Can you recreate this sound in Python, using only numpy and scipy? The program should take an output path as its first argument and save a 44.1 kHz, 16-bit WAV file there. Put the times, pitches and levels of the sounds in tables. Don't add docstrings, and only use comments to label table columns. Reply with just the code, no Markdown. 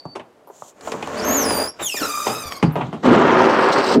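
import sys
import numpy as np
from scipy import signal
from scipy.fft import rfft, irfft
from scipy.io import wavfile

SR = 44100
rng = np.random.default_rng(int(sys.argv[2]) if len(sys.argv) > 2 else 0)


def output_pcm(signal):
    pcm = np.clip(np.atleast_2d(signal).T, -1, 1) * 32767
    wavfile.write(sys.argv[1], SR, np.round(pcm).astype(np.int16))


N = 176400
TIME = np.arange(N) / SR
CUTOFF_HZ = 15750

# frequency_hz, gain_db
AIR_SPECTRUM = [(40, -22), (260, -3), (650, 0), (1000, -8), (3000, -24), (12000, -35)]

# start_s, level_db
TICK_HITS = [(0.473, -55.5), (2.721, -47)]
# start_s, bass_db, middle_db, presence_db, treble_db, rise_s, t60_s
KNOCK_HITS = [(0.053, -28, -26, -61, -51, 0.00015, 0.048), (0.151, -45, -25, -37, -40.5, 0.0074, 0.096),
              (0.195, -46.5, -33, -38, -52, 0.0015, 0.087), (0.472, -75, -40.5, -77, -64, 0.0012, 0.14),
              (.499, -66, -31.5, -72, -70, 0.00094, 0.039), (.621, -41, -21.5, -55, -60, 0.00093, 0.0091),
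              (.809, -62, -39, -48, -38, 0.00068, 0.033), (.873, -54, -20, -38, -37, 0.00033, 0.062),
              (0.918, -48, -22, -28, -28.5, 0.0012, 0.063), (.936, -32, -24.5, -60, -60, 0.00096, 0.16),
              (1.025, -33.5, -24, -28, -36.5, 0.001, 0.093), (1.073, -41, -22, -40, -34, 0.00037, 0.042),
              (1.505, -26, -15.5, -25, -27, 0.0023, 0.057), (1.791, -46, -31.5, -33, -47, 0.0071, 0.26),
              (1.939, -42, -26, -51, -48, 0.00404, 0.073), (2.258, -31, -17.5, -29, -33, 0.011, 0.27),
              (2.522, -68, -26, -19.5, -28, 0.00038, 0.011), (2.626, -12, -12.5, -20.5, -31, 0.0007, 0.093),
              (2.755, -23.5, -18.5, -34, -46.5, 0.00093, 0.28),
              (2.805, -24.5, -20.5, -30, -52, 0.0079, 0.11),
              (2.927, -26, -26.5, -39.5, -48.5, 0.0015, 0.19)]
KNOCK_EDGES_HZ = [110, 330, 1200, 3500, 12000]
# start_s, level_db, pitch_hz, t60_s
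THUMP_HITS = [(2.015, -15, 292, 0.12), (2.455, -30, 79, 0.14), (2.642, -2.5, 177, 0.086),
              (2.676, -8, 154.6, 0.14), (2.882, -21.5, 175, 0.14), (3.956, -4.5, 279.2, 0.45)]
# pitch_ratio, gain_db
FLOOR_RESONANCES = [(1, 0), (1.52, -7), (2.3, -16)]

# time_s, drone_db, scrape_db, grit_db
DRAG_LEVELS = [(2.64, -59, -33.5, -53), (3.022, -44, -53, -60), (3.036, -21.5, -20, -38),
               (3.1, -8, -15, -36), (3.21, -15.5, -14.5, -39), (3.36, -17.5, -13, -37),
               (3.712, -24.5, -14.5, -36.5), (3.728, -48, -17, -21), (3.76, -19, -13, -32.5),
               (3.86, -29.5, -18.5, -30), (3.945, -16.5, -18, -25.5), (3.99, -11, -36.5, -59)]
# pitch_hz, gain_db, t60_s
TUB_RESONANCES = [(242, 3.5, .12), (381, 4.5, 0.14), (513, 0.5, 0.11), (879, -5, 0.16)]
# frequency_hz, gain_db
DRONE_SPECTRUM = [(55, -20.5), (110, -7.5), (165, -1.5), (260, 3.5), (450, -0.5)]
SCRAPE_SPECTRUM = [(220, -23), (320, -3.5), (1000, -2.5), (1400, -6), (2000, -14), (2900, -20)]
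GRIT_SPECTRUM = [(2900, -0.5), (4200, 1), (6000, -7.5), (8300, -14.5), (10700, -38.5), (13000, -24.5),
                 (15500, -41)]
# time_s, delay_s
GRIT_REFLECTION = [(3.1, .0002), (3.65, .0003)]

# time_s, level_db
RUB_LEVELS = [(.77, -54.5), (.86, -35.5), (1.03, -35), (1.2, -24.5), (1.29, -19), (1.62, -23), (1.68, -31),
              (1.73, -49), (1.78, -46.5), (1.82, -26), (1.91, -60.5), (2.04, -26.5), (2.14, -43.5),
              (2.33, -34.5), (2.62, -42.5)]
BOOM_LEVELS = [(1.23, -40), (1.29, -18.5), (1.4, -37), (1.55, -38)]
# frequency_hz, gain_db
RUB_SPECTRUM = [(50, -14), (150, -8), (235, -3), (420, 0), (800, -4.5), (1500, -9), (4000, -22.5),
                (6000, -24.5)]
# pitch_hz, gain_db, t60_s
PLANK_RESONANCES = [(491, -6.5, 0.083), (599, 3.5, 0.2), (1080, 1, 0.053)]
LEAF_RESONANCES = [(4760, 1, .09), (5500, -1, .2)]

# time_s, level_db
PIN_LEVELS = [(.5, -71), (.55, -54.5), (.7, -47.5), (.735, -72), (.8, -61), (.87, -42), (.99, -52),
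              (1.5, -35.5), (1.66, -41), (1.73, -68), (1.78, -65), (1.83, -38.5), (2.32, -38), (2.6, -90)]
WHISTLE_LEVELS = [(0, -36.5), (.018, -55.5), (.08, -47.5), (.14, -43.5), (.155, -68)]
SQUEAL_LEVELS = [(1.165, -50), (1.18, -35.5), (1.24, -44), (1.29, -33), (1.37, -28), (1.42, -31),
                 (1.46, -25), (1.58, -21.5), (1.685, -29), (1.705, -54)]
CREAK_LEVELS = [(1.81, -44), (1.83, -25), (1.9, -33.5), (2.03, -35.5), (2.12, -38.5), (2.33, -38.5),
                (2.42, -43), (2.57, -49), (2.61, -73)]
SING_LEVELS = [(2.45, -40), (2.57, -46.5), (2.675, -46)]
# frequency_hz, gain_db
PIN_SPECTRUM = [(3000, -4.5), (5000, -6.5), (7000, 8), (9500, -10.5), (12500, -11.5), (15500, -16)]
SQUEAL_SPECTRUM = [(4700, -8.5), (6500, 8), (9800, -9.5), (13000, 1.5), (15000, -22)]
CREAK_SPECTRUM = [(1100, 5.5), (2400, -2.5), (3600, -5.5), (5000, -0.5), (7000, -6), (11500, -11),
                  (13800, -8.5), (15500, -22)]
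# time_s, pitch_hz
SQUEAL_SLIP_RATE = [(1.18, 4500), (1.2, 5080), (1.21, 4250), (1.222, 5400), (1.24, 5400), (1.244, 6370),
                    (1.295, 6370), (1.358, 6950), (1.372, 6500), (1.42, 6150), (1.456, 5010), (1.5, 4990),
                    (1.556, 4700), (1.675, 4950), (1.695, 5650)]
CREAK_SLIP_RATE = [(1.825, 3780), (1.875, 3220), (1.895, 2840), (1.95, 2430), (1.967, 2370), (1.97, 1860),
                   (2.03, 1340), (2.1, 1210), (2.3, 1245), (2.395, 1275), (2.46, 1170), (2.52, 1110),
                   (2.59, 1060)]
# time_s, share_of_slip_rate
SQUEAL_JITTER = [(1.235, .04), (1.25, .004), (1.32, .011), (1.405, .01), (1.43, .05), (1.452, .05),
                 (1.46, .003), (1.56, .007)]
CREAK_JITTER = [(1.94, .009), (2.02, .025), (2.18, .014), (2.32, .022), (2.42, .013)]


def from_db(db):
    return 10 ** (np.asarray(db) / 20)


def rms_one(x):
    return x / np.sqrt(np.mean(x ** 2) + 1e-20)


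def curve(rows, column=1):
    rows = np.array(rows)
    return np.interp(TIME, rows[:, 0], rows[:, column])


def envelope(rows, column=1):
    outside_s = np.maximum(rows[0][0] - TIME, 0) + np.maximum(TIME - rows[-1][0], 0)
    return from_db(curve(rows, column) - np.minimum(800 * outside_s, 100))


def gain_at(spectrum, hz):
    points_hz, db = np.transpose(spectrum)
    octaves_out = np.maximum(0, np.log2(points_hz[0] / hz)) + np.maximum(0, np.log2(hz / points_hz[-1]))
    return from_db(np.interp(np.log(hz), np.log(points_hz), db) - 24 * octaves_out)


def coloured(x, spectrum):
    hz = np.arange(1, N + 2) * SR / (2 * N)
    return rms_one(irfft(rfft(x, 2 * N) * gain_at(spectrum, hz))[:N])


def band(x, low_hz, high_hz):
    return signal.sosfilt(signal.butter(3, [low_hz, high_hz], "band", fs=SR, output="sos"), x)


def lowpass(x, hz):
    return signal.sosfilt(signal.butter(2, hz, fs=SR, output="sos"), x)


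def ring(x, hz, t60_s):
    r = from_db(-60 / (t60_s * SR))
    poles = [1, -2 * r * np.cos(2 * np.pi * hz / SR), r * r]
    return signal.lfilter(np.array([1, 0, -1]) * (1 - r * r) / 2, poles, x)


def body(x, modes):
    return x + sum(from_db(db) * ring(x, hz, t60_s) for hz, db, t60_s in modes)


def drift(rate_hz):
    r = np.exp(-2 * np.pi * rate_hz / SR)
    return rms_one(signal.lfilter([1], [1, -2 * r, r * r], rng.standard_normal(N + SR))[SR:])


def slips(per_s, spread_db):
    sizes = from_db(spread_db * np.minimum(rng.exponential(1, N), 4)) * rng.choice([-1, 1], N)
    return sizes * (rng.random(N) < per_s / SR)


def shed(x, room_db, low_t60_s=.3, treble_t60_s=.09):
    t = TIME[:SR // 2]
    noise = rng.standard_normal(len(t))
    low = lowpass(noise, 2360)
    tail = low * from_db(-60 * t / low_t60_s) + (noise - low) * from_db(-60 * t / treble_t60_s)
    tail *= t > .003
    return x + from_db(room_db) * signal.fftconvolve(x, tail / np.linalg.norm(tail))[:N]


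def outdoor_air():
    return from_db(-52.5) * coloured(rng.standard_normal(N), AIR_SPECTRUM)


def ticks(t60_s=.18):
    shape = sum((TIME > s) * from_db(db - 60 * np.maximum(TIME - s, 0) / t60_s) for s, db in TICK_HITS)
    return shape * rms_one(band(rng.standard_normal(N), 10600, 14300))


def knocks(crack=4.4, t60_stretch=(1.94, 1, 1, 1)):
    out, t = np.zeros(N + SR), TIME[:SR // 2]
    for start_s, *levels_db, rise_s, t60_s in KNOCK_HITS:
        start = int(start_s * SR)
        for db, low_hz, high_hz, stretch in zip(levels_db, KNOCK_EDGES_HZ, KNOCK_EDGES_HZ[1:], t60_stretch):
            decay = from_db(-60 * np.maximum(t - rise_s, 0) / (t60_s * stretch))
            shape = np.minimum(t / rise_s, 1) * decay
            force = shape * rng.standard_normal(len(t)) + 1e-18
            force[int(rise_s * SR)] += crack
            burst = band(band(force, low_hz, high_hz), low_hz / 2, high_hz)
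            burst *= np.linalg.norm(shape) / np.linalg.norm(burst)
            out[start:start + len(t)] += from_db(db) * burst
    return lowpass(out[:N], 6500)


def thumps(contact_s=.0018):
    out = np.zeros(N)
    for start_s, db, hz, t60_s in THUMP_HITS:
        t = np.maximum(TIME - start_s, 0)
        attack = 1 - np.exp(-t / contact_s)
        for ratio, mode_db in FLOOR_RESONANCES:
            decay = from_db(db + mode_db - 60 * t * ratio / t60_s)
            out += attack * decay * np.sin(2 * np.pi * hz * ratio * t)
    return out


def grit(t60_cycles=40, surge_db=2.2):
    grains = sum(ring(slips(per_s=260, spread_db=3) + 1e-18, hz, t60_cycles / hz)
                 for hz in np.geomspace(2600, CUTOFF_HZ, 32))
    grains *= from_db(surge_db * drift(18))
    reflection = np.interp(TIME - curve(GRIT_REFLECTION), TIME, grains)
    return grains - .4 * reflection


def tub_drag():
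    chatter = from_db(.79 * drift(28))
    catches = shed(slips(per_s=2200, spread_db=.5), room_db=-11) * chatter
    walls = body(slips(per_s=980, spread_db=3.5), TUB_RESONANCES)
    drone = envelope(DRAG_LEVELS, column=1) * coloured(walls, DRONE_SPECTRUM)
    scrape = envelope(DRAG_LEVELS, column=2) * coloured(body(catches, TUB_RESONANCES), SCRAPE_SPECTRUM)
    crackle = envelope(DRAG_LEVELS, column=3) * coloured(grit() * chatter, GRIT_SPECTRUM)
    return drone + scrape + crackle


def door_boards(boom_hz=254, boom_t60_s=.027):
    shake = shed(slips(per_s=1800, spread_db=1), room_db=-6)
    rub = coloured(body(shake, PLANK_RESONANCES), RUB_SPECTRUM)
    boom = rms_one(ring(ring(shake, boom_hz, boom_t60_s), boom_hz, boom_t60_s / 2))
    return envelope(RUB_LEVELS) * rub + envelope(BOOM_LEVELS) * boom


def stick_slip(hz, spectrum, jitter, jitter_hz, flutter_db, dull_db=0):
    cycles = np.cumsum(hz * (1 + jitter * drift(jitter_hz))) / SR
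    cycles += .3 * jitter * drift(700)
    out = np.zeros(N)
    for k in range(1, 15):
        gain = gain_at(spectrum, k * hz) * (k * hz < CUTOFF_HZ)
        gain *= from_db(flutter_db * drift(90) - (k - 1.5) * dull_db)
        out += gain * np.sin(2 * np.pi * k * cycles)
    return np.sqrt(2) * out


def hinge_whistle(pitch_hz=4554):
    cycles = np.cumsum(pitch_hz * (1 + .001 * drift(60))) / SR
    return envelope(WHISTLE_LEVELS) * np.sqrt(2) * np.sin(2 * np.pi * cycles)


def hinge_squeal(catch_s=1.243):
    tone = stick_slip(curve(SQUEAL_SLIP_RATE), SQUEAL_SPECTRUM, curve(SQUEAL_JITTER),
                      jitter_hz=200, flutter_db=3.5, dull_db=12 * (TIME < catch_s))
    return envelope(SQUEAL_LEVELS) * tone


def hinge_creak(judder_at_s=2.205, judder_hz=24.6, stutter_from_s=2.44, stutter_hz=20.4):
    t = TIME - judder_at_s
    judder = .027 * np.exp(-(t / .14) ** 2) * np.cos(2 * np.pi * judder_hz * t)
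    stutter = .66 * np.sin(2 * np.pi * stutter_hz * np.maximum(TIME - stutter_from_s, 0))
    slip_hz = curve(CREAK_SLIP_RATE) * (1 + judder - .025 * stutter)
    tone = stick_slip(slip_hz, CREAK_SPECTRUM, curve(CREAK_JITTER), jitter_hz=120, flutter_db=4.2)
    rasp = 1 + from_db(-15) * drift(500)
    return envelope(CREAK_LEVELS) * (1 - stutter) * tone * rasp


def hinge():
    friction = hinge_whistle() + hinge_squeal() + hinge_creak()
    leaf_hz = LEAF_RESONANCES[0][0]
    sing = envelope(SING_LEVELS) * rms_one(ring(rng.standard_normal(N), leaf_hz, t60_s=.011))
    hiss = envelope(PIN_LEVELS) * coloured(slips(per_s=3000, spread_db=1), PIN_SPECTRUM)
    return shed(body(friction, LEAF_RESONANCES), room_db=-4) + sing + hiss


def scene():
    air = outdoor_air()
    door = hinge() + door_boards()
    tub = tub_drag()
    impacts = shed(knocks() + ticks() + thumps(), room_db=-14.5)
    return (air + impacts + tub + door)[None]


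def record(dry, ceiling=.95):
    rounded = dry / (1 + (dry / ceiling) ** 6) ** (1 / 6)
    return signal.sosfilt(signal.ellip(10, .1, 80, CUTOFF_HZ, fs=SR, output="sos"), rounded)


dry = scene()
out = record(dry)
output_pcm(out)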